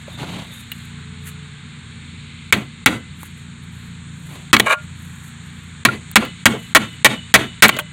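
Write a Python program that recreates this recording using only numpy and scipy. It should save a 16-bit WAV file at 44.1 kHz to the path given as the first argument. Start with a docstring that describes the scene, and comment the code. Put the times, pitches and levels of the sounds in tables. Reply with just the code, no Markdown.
"""Compressor hum, hiss, rustling fingers and sleeve and light ticks come first; then a knife blade hammers a nail.
The nail stands in a loose plank in a fenced yard, a hand's width from the phone that records it.
Each blow is shaped noise through plank and support resonances, with decaying sines for the ringing blade.
The fences answer with a short noise echo; the phone's gain control ducks the blows and clips what is left."""
import sys
import numpy as np
from scipy import signal
from scipy.fft import rfft, irfft
from scipy.io import wavfile
from scipy.ndimage import uniform_filter1d, minimum_filter1d

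SR = 44100
rng = np.random.default_rng(int(sys.argv[2]) if len(sys.argv) > 2 else 0)


def digitize_waveform(pressure):
    """Quantize a signal to 16-bit integers and store it at the path in sys.argv[1].

    Rows of a 2-D input are taken as channels; values are limited to [-1, 1].
    """
    field = np.atleast_2d(pressure).T
    bounded = np.clip(field, -1, 1)
    quanta = np.round(bounded * 32767).astype(np.int16)
    wavfile.write(sys.argv[1], SR, quanta)


N = 349272
TIME = np.arange(N) / SR


def undb(db):
    """Gain of a level in dB."""
    return 10 ** (np.asarray(db) / 20)


def unit(x):
    """Scaled to rms 1."""
    return x / np.sqrt(np.mean(x ** 2))


def curve(rows, column):
    """A column joined by straight lines in time."""
    rows = np.array(rows)
    return np.interp(TIME, rows[:, 0], rows[:, column])


def resonate(x, hz, width_hz):
    """Two-pole resonance, gain 1 at the centre."""
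    return signal.lfilter(*signal.iirpeak(hz, hz / width_hz, fs=SR), x)


def band(x, lo_hz, hi_hz):
    """Band-pass."""
    sos = signal.butter(2, [lo_hz, min(hi_hz, .45 * SR)], "bandpass", fs=SR, output="sos")
    return signal.sosfilt(sos, x)


def walk(rate_hz):
    """Random levels held 1 / rate_hz seconds and slewed; spread 1."""
    k = int(SR / rate_hz)
    steps = np.repeat(rng.standard_normal(N // k + 1), k)
    return unit(uniform_filter1d(uniform_filter1d(steps, k), k)[:N])


def swells(rows):
    """Level in dB of sounds that fade in, hold and fade out; the fade time spans 20 dB."""
    levels = []
    for start_s, hold_s, fade_s, level_db in rows:
        outside_s = np.maximum(np.maximum(start_s - TIME, TIME - start_s - hold_s), 0)
        levels.append(level_db - 20 * outside_s / fade_s)
    return np.max(levels, axis=0)


def add(out, start_s, sound):
    """Mixes a sound in at its start time."""
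    i = int(start_s * SR)
    out[i:i + len(sound)] += sound[:N - i]


# plank modes, relative levels before the blow's tilt; widths are scaled where played: pitch_hz, width_hz, level_db
PLANK_MODES = [(602, 73, 2), (856, 180, 1.5), (1126, 79, 2), (1400, 104, 7.5), (1592, 130, 5),
               (1910, 160, 8.5), (2246, 65, 8.5), (2560, 170, -4.5), (3105, 200, 2.5), (3300, 64, -5),
               (3530, 150, -7)]
# dense small modes of the plank, stronger when the blow glances (low knock)
GLANCE_DB, GLANCE_PER_KNOCK = 5.5, -0.45


def plank_chatter(force, t, chatter_s, rattle_db, bright_db, knock_db):
    """Contact noise drives the plank's modes, dulls as it dies and ends abruptly after chatter_s."""
    spot = undb(0.18 * rng.standard_normal(len(PLANK_MODES)))  # the blade lands a little differently each time
    # a weaker rattle from the start of the blow, dying away more evenly
    rattle = undb(rattle_db) * np.exp(-t / 0.012)
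    plank = 0
    for spot_gain, (hz, width_hz, level_db) in zip(spot, PLANK_MODES):
        # high modes lose contact force first
        contact = np.exp(-t / 0.02 * (hz / 1500) ** 1.1 - (t / chatter_s) ** 8) + rattle
        mode_db = level_db + bright_db * np.log2(hz / 1500) + knock_db * (hz < 1000)
        gain = spot_gain * undb(mode_db) * np.sqrt(1000 / width_hz)
        plank = plank + gain * resonate(force * contact, hz, 1.49 * width_hz)
    # the small modes share the contact of the highest plank mode
    glance = undb(GLANCE_DB + GLANCE_PER_KNOCK * knock_db) * band(force * contact, 1270.0, 3950.0)
    return plank + glance


# supports under the plank, relative levels: pitch_hz, width_hz, level_db
SUPPORT_MODES = [(129, 24.6, -8.5), (200.6, 74, -6.5), (215, 25, -10), (277, 67, -19.5), (464, 13, -25),
                 (515, 110, -63)]


def support_thud(t):
    """A short noisy push and a slower wobble excite the supports' low resonances."""
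    envelope = np.exp(-t / 0.0043) + undb(-1.0) * t / 0.02 * np.exp(-t / 0.019)
    push = envelope * rng.standard_normal(len(t))
    return sum(undb(level_db) * np.sqrt(1000 / width_hz) * resonate(push, hz, width_hz)
               for hz, width_hz, level_db in SUPPORT_MODES)


# blade partials, relative levels before the tilt: pitch_hz, level_db, t60_s
BLADE_PARTIALS = [(1530, -14, 0.5), (2030, 3, 0.41), (2650, -6.5, 0.43), (2960, 1.5, 0.44),
                  (3610, -2, 0.33)]
# the tilt, in dB per octave about 2400 Hz, rises with the knock of a square blow
RING_TILT_DB, TILT_PER_KNOCK = 13, 1.14


def blade_ring(t, knock_db):
    """Sine partials of the steel die away, shivering because the grip damps them unevenly."""
    slow_noise = 20 * uniform_filter1d(rng.standard_normal((len(BLADE_PARTIALS), len(t))), 400)
    shiver = undb(4.5 * slow_noise)
    tilt_db = RING_TILT_DB + TILT_PER_KNOCK * knock_db
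    ring = 0
    for wobble, (hz, level_db, t60_s) in zip(shiver, BLADE_PARTIALS):
        gain = wobble * undb(level_db + tilt_db * np.log2(hz / 2400))
        ring = ring + gain * np.sin(2 * np.pi * hz * t) * 1000 ** (-t / t60_s)
    return ring


def blow(chatter_s, rattle_db, bright_db, knock_db, thud_db):
    """Steel crack, plank chatter, wobble of the supports and ring of the blade in one blow."""
    t = np.arange(SR // 2) / SR
    force = rng.standard_normal(len(t))
    plank = plank_chatter(force, t, chatter_s, rattle_db, bright_db, knock_db)
    crack = undb(18.0) * band(force, 2600.0, 9400.0) * np.exp(-t / 0.0005)
    thud = undb(thud_db + 13.5) * support_thud(t)
    return plank + crack + thud + undb(-37) * blade_ring(t, knock_db)


# blows on the nail, before the phone's gain control; brightness is a tilt per octave, thud and echo are relative:
# start_s, strength_db, chatter_s, rattle_db, brightness_db_per_octave, low_knock_db, thud_db, echo_db
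BLOWS = [(2.525, 1.5, 0.0026, -4, 4.5, -22.5, -0.5, 5.5), (2.860, 6.5, 0.0042, -6.5, 1, -20, -1.5, 9),
         (4.53, 7, 0.024, -14.5, -10.5, -22, -2.5, 10.5), (4.598, 4.5, 0.0078, -25, -0.5, 2.5, -8, 2.5),
         (5.851, 3.5, 0.011, -14, 1, -17, -1, 10), (6.157, 10.5, 0.016, -20, -3, -10, -7, 10),
         (6.456, 9.5, 0.015, -14.5, 0, -3.5, -2.5, 10), (6.749, 11, 0.029, -12, 0, 0.5, -8.5, 6),
         (7.046, 9.5, 0.024, -7, 1.5, 2.5, -6.5, 8), (7.340, 10.5, 0.024, -8, 3.5, 5, -2, 9),
         (7.623, 16.5, 0.045, -14, 7.5, -0.5, -10, 5), (7.691, 0.5, 0.0091, -35, -13, -9.5, -12, 4)]


def hammering(fences):
    """Each blow is heard directly and again through the yard's response."""
    out = np.zeros(N)
    for start_s, strength_db, *how, echo_db in BLOWS:
        direct = blow(*how)
        echo = signal.fftconvolve(direct, fences)[:len(direct)]
        add(out, start_s, undb(strength_db) * (direct + undb(echo_db) * echo))
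    return out


# the blade skids off the nail in jerks; levels of the slips: start_s, hold_s, fade_s, level_db
SKID_JERKS = [(4.665, 0.0077, 0.011, -1.5), (4.682, 0.0052, 0.01, -5), (4.696, 0.0074, 0.0089, -1),
              (4.709, .004, .008, 1.5), (4.721, 0.013, 0.015, 2)]
# blade flat against nail and plank, relative levels; widths are scaled where played: pitch_hz, width_hz, level_db
SKID_MODES = [(592, 120, -2), (860, 94, -3.5), (1140, 64, 2.5), (1373, 66, -3), (1620, 96, 1.5),
              (2330, 160, 3.5), (2810, 190, -3), (3670, 300, -7.5)]
# tones that ring on from the slips, gains on their resonances: pitch_hz, level_db, t60_s
SKID_RING = [(1412., 26.5, 0.13), (1115, 8, 0.14), (607, 15.5, 0.14)]


def skidding(fences):
    """Uneven stick-slip clicks drive broad blade and plank modes and a few ringing ones, then the yard."""
    clicks = rng.standard_normal(N) * (rng.random(N) < .2)
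    slips = clicks * undb(0.45 * walk(180.0) + swells(SKID_JERKS))
    skid = undb(-5.0) * unit(band(slips, 1200.0, 7500.0))
    for hz, width_hz, level_db in SKID_MODES:
        mode = resonate(resonate(slips, hz, 2.0 * width_hz), hz, 2.0 * width_hz)
        skid = skid + undb(level_db) * unit(mode)
    skid = skid * np.sqrt(np.mean(slips ** 2))  # levels relative to the rms of the slips
    for hz, level_db, t60_s in SKID_RING:
        skid = skid + undb(level_db) * resonate(slips, hz, np.log(1000) / (np.pi * t60_s))
    return skid + undb(-5) * signal.fftconvolve(skid, fences)[:N]


NEAR_DB, NEAR_T60_S = -10, 0.071  # scatter from the timber
ECHO_DB, ECHO_LAG_S, ECHO_RISE_S, ECHO_T60_S = -14, 0.038, 0.055, 0.11  # echo from the fences


def yard():
    """Response of the yard: close scatter from the timber, then a blurred echo from the fences."""
    t = np.arange(SR // 2) / SR
    late = np.maximum(t - ECHO_LAG_S, 0)
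    near = undb(NEAR_DB) * 1000 ** (-t / NEAR_T60_S)
    echo = undb(ECHO_DB) * (1 - np.exp(-late / ECHO_RISE_S)) * 1000 ** (-late / ECHO_T60_S)
    return band(rng.standard_normal(len(t)), 340.0, 9200.0) * (near + echo) / np.sqrt(SR / 20)


# light touches, ticks and rebounds; level is the peak without fizz, ping and fizz are relative to the noise burst:
# start_s, level_db, pitch_hz, t60_s, ping_db, fizz_db
TICKS = [(.080, -26.5, 580, 0.023, 8.5, -20), (.230, -19, 646, 0.075, -8, -25),
         (.717, -15.5, 2850, 0.032, 1, 1), (2.915, -23, 2020, .04, -2, -26),
         (3.231, -25, 830, 0.017, -7, -1), (4.566, 17.5, 2230, 0.018, -1, -13),
         (4.589, -9, 1510, 0.062, -14, 0), (5.886, 7, 1400, 0.042, 11, -25),
         (6.114, -29, 1620, 0.013, -6, 11), (6.222, -4.5, 506, 0.082, -6, -30),
         (6.251, -24, 3000, .015, -5, 5), (6.535, -7.5, 412, 0.1, -4.5, -30),
         (7.683, 1.5, 1600, 0.01, -17, 11.5), (7.766, -12, 2970, 0.053, -9, -10),
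         (7.767, -19, 620, 0.044, 2, -30), (7.79, -21, 597, 0.12, -1, -30),
         (7.788, -4.5, 1540, 0.044, -8, -4.5), (7.796, -8, 3220, 0.033, -2, -28)]


def ticks():
    """Short noise clicks that ping at their own pitch, each with some fizz on top."""
    out, t = np.zeros(N), np.arange(SR // 8) / SR
    for start_s, level_db, hz, t60_s, ping_db, fizz_db in TICKS:
        burst = rng.standard_normal(len(t)) * 1000 ** (-t / t60_s)
        ping = np.sin(2 * np.pi * hz * t) * t * 1000 ** (-t / (0.66 * t60_s))
        body = undb(ping_db) * unit(ping) + unit(band(burst, hz / 2, 2 * hz))
        click = body + undb(fizz_db) * unit(band(burst, 2900.0, 20000.0))
        add(out, start_s, undb(level_db) * click / np.abs(body).max())
    return out


# grip shifts on the phone, at the microphone: start_s, hold_s, fade_s, level_db
HANDLING = [(.08, .08, 0.091, -46), (.19, 0.054, 0.025, -31.5), (.28, .12, 0.088, -33.5),
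            (.47, 0.039, 0.17, -48), (4.33, 0.042, 0.11, -39.5)]


def handling(grain):
    """Grainy noise of fingers rubbing the phone's case, with a low rumble beneath."""
    rub = unit(band(grain, 530.0, 1280.0) + undb(-3.5) * band(grain, 1630.0, 4700.0))
    rumble = undb(1) * unit(band(grain, 110.0, 236.0))
    return undb(swells(HANDLING)) * (rub + rumble)


# sleeve near the phone: start_s, hold_s, fade_s, level_db
RUSTLE = [(.0, .03, .03, -61), (.11, 0.43, 0.071, -56), (.53, .08, 0.051, -46), (.74, .11, 0.11, -56),
          (1.27, 0.02, 0.034, -37.5), (3.225, 0.027, 0.056, -43.5), (3.39, .02, .1, -62),
          (3.636, .005, 0.018, -54), (3.76, 0.11, 0.098, -58), (4.28, 0.072, 0.13, -50.5),
          (4.822, .01, .06, -59), (4.99, .19, .05, -53), (5.25, .03, 0.058, -48), (5.462, 0.018, .06, -58),
          (5.56, .1, .1, -63), (6.58, .12, 0.065, -52), (6.86, 0.091, .04, -56)]


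def sleeve():
    """Thin high cloth noise over a lower body; a very faint flickering high noise lies beneath the swells."""
    cloth = rng.standard_normal(N) * undb(3. * walk(150.))
    faint = undb(-80.5 + 4.4 * walk(21.0))
    level = undb(swells(RUSTLE)) + faint
    body = undb(-3) * unit(band(cloth, 1450.0, 2800.0))
    return level * (unit(band(cloth, 4300.0, 12500.0)) + body)


# a narrow hiss near 3.6 kHz comes and goes: start_s, hold_s, fade_s, level_db
WHISTLE = [(.125, .04, 0.022, -41), (.5, 0.089, 0.1, -42)]


def whistle(grain):
    """The rubbing's grain through two equal resonances gives a narrow hiss."""
    narrow = resonate(resonate(grain, 3630.0, 350.), 3630.0, 350.)
    return undb(swells(WHISTLE)) * unit(narrow)


def hands():
    """Rubbing fingers, sleeve and narrow hiss; fingers and narrow hiss share one grainy noise."""
    grain = rng.standard_normal(N) * undb(1.75 * walk(151.9))
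    return handling(grain) + sleeve() + whistle(grain)


# lines of the nearby compressor, mean levels: pitch_hz, level_db
HUM = [(59.2, -55.5), (86.1, -45), (118.4, -47), (145.3, -43), (172.3, -45), (231.5, -50)]
# a faint tone near 430 Hz swells and fades: start_s, hold_s, fade_s, level_db
DRONE = [(1., .45, 0.27, -57), (1.9, 0.052, .4, -64.5)]


def compressor():
    """Sine lines that waver in level and slightly in pitch, with the faint tone among them."""
    hum = 0
    for hz, level_db in [*HUM, (431., swells(DRONE))]:
        gain = np.sqrt(2) * undb(level_db + 2.35 * walk(2.74))
        line_hz = hz * (1 + 0.001594 * walk(1.175))
        phase = 2 * np.pi * np.cumsum(line_hz) / SR + 2 * np.pi * rng.random()
        hum = hum + gain * np.sin(phase)
    return hum


# spectrum shape of rumble and hiss; only differences inside a band count: pitch_hz, density_db
HISS_SHAPE = [(18, -57), (30, -20), (71, -12), (112, -8), (174, -4), (280, -17.5), (364, -27), (430, -25),
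              (580, -37), (870, -25), (1600, -17.5), (2300, -21.5), (2900, -25.5), (3700, -22),
              (4400, -28.5), (4900, -45), (6000, -47), (6800, -31.5), (8800, -34), (9700, -54.5),
              (16000, -78)]
# mean levels of the hiss bands 580-2000, 2000-5400 and above 5400 Hz: start_s, low_db, middle_db, high_db
HISS_LEVEL = [(0, -48, -45.5, -52), (2.2, -50, -44.5, -54), (3.7, -50, -48, -52), (5.4, -48.5, -47.5, -51),
              (7.0, -49.5, -43.5, -50), (7.92, -49, -46, -52)]


def hiss():
    """Shaped noise split into a low rumble and three hiss bands that drift and flicker a little."""
    hz = np.maximum(np.arange(N // 2 + 1) * SR / N, 1)
    points = np.array(HISS_SHAPE)
    shape_db = np.interp(np.log(hz), np.log(points[:, 0]), points[:, 1])
    air = rfft(rng.standard_normal(N)) * undb(shape_db)
    parts = []
    for lo_hz, hi_hz in [(0, 580), (580, 2000), (2000, 5400), (5400, SR)]:
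        part = unit(irfft(air * ((hz >= lo_hz) & (hz < hi_hz)), N))
        parts.append(part * undb(0.69 * walk(5.3)))
    rumble, *hiss_bands = parts
    out = undb(-41.5) * rumble
    for column, part in enumerate(hiss_bands, start=1):
        out = out + undb(curve(HISS_LEVEL, column)) * part
    return out


# dips of the phone's microphone port: pitch_hz, width_hz, share_removed
MIC_DIPS = [(5060, 1830, 0.91), (5720, 1000, 0.69)]


def scene():
    """Blows, skid, ticks and hands heard through the microphone port, over the background."""
    fences = yard()
    near = hammering(fences) + skidding(fences) + ticks() + hands()
    for hz, width_hz, share in MIC_DIPS:
        near = near - share * resonate(near, hz, width_hz)
    return (near + compressor() + hiss())[None]


DUCK_FROM_DB, DUCK_SLOPE, DUCK_MOST_DB = -15., .9, 14.  # slope in dB of ducking per dB over
AHEAD_S, HOLD_S, RECOVER_S = .013, 0.014, 0.015
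CLIP, TOP_HZ = 0.82, 16300  # clip level as a share of full scale


def record(dry):
    """Gain control looks ahead and ducks loud sounds; what is still too loud clips; the top is cut."""
    over_db = 20 * np.log10(uniform_filter1d(np.abs(dry), 64) + 1e-9) - DUCK_FROM_DB
    want_db = -np.clip(DUCK_SLOPE * over_db, 0, DUCK_MOST_DB)
    ahead, hold = int(AHEAD_S * SR), int(HOLD_S * SR)
    held_db = minimum_filter1d(want_db, ahead + hold, origin=(hold - ahead) // 2)
    keep = np.exp(-1 / (RECOVER_S * SR))
    slow_db = signal.lfilter([1 - keep], [1, -keep], held_db)
    # the lower level wins: ducking is quick, recovery slow
    gain = undb(uniform_filter1d(np.minimum(held_db, slow_db), 128))
    clipped = np.clip(dry * gain, -CLIP, CLIP)
    no_dc = signal.sosfilt(signal.butter(2, 45., "highpass", fs=SR, output="sos"), clipped)
    return signal.sosfilt(signal.ellip(8, .2, 80, TOP_HZ, fs=SR, output="sos"), no_dc)


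dry = scene()
out = record(dry)
digitize_waveform(out)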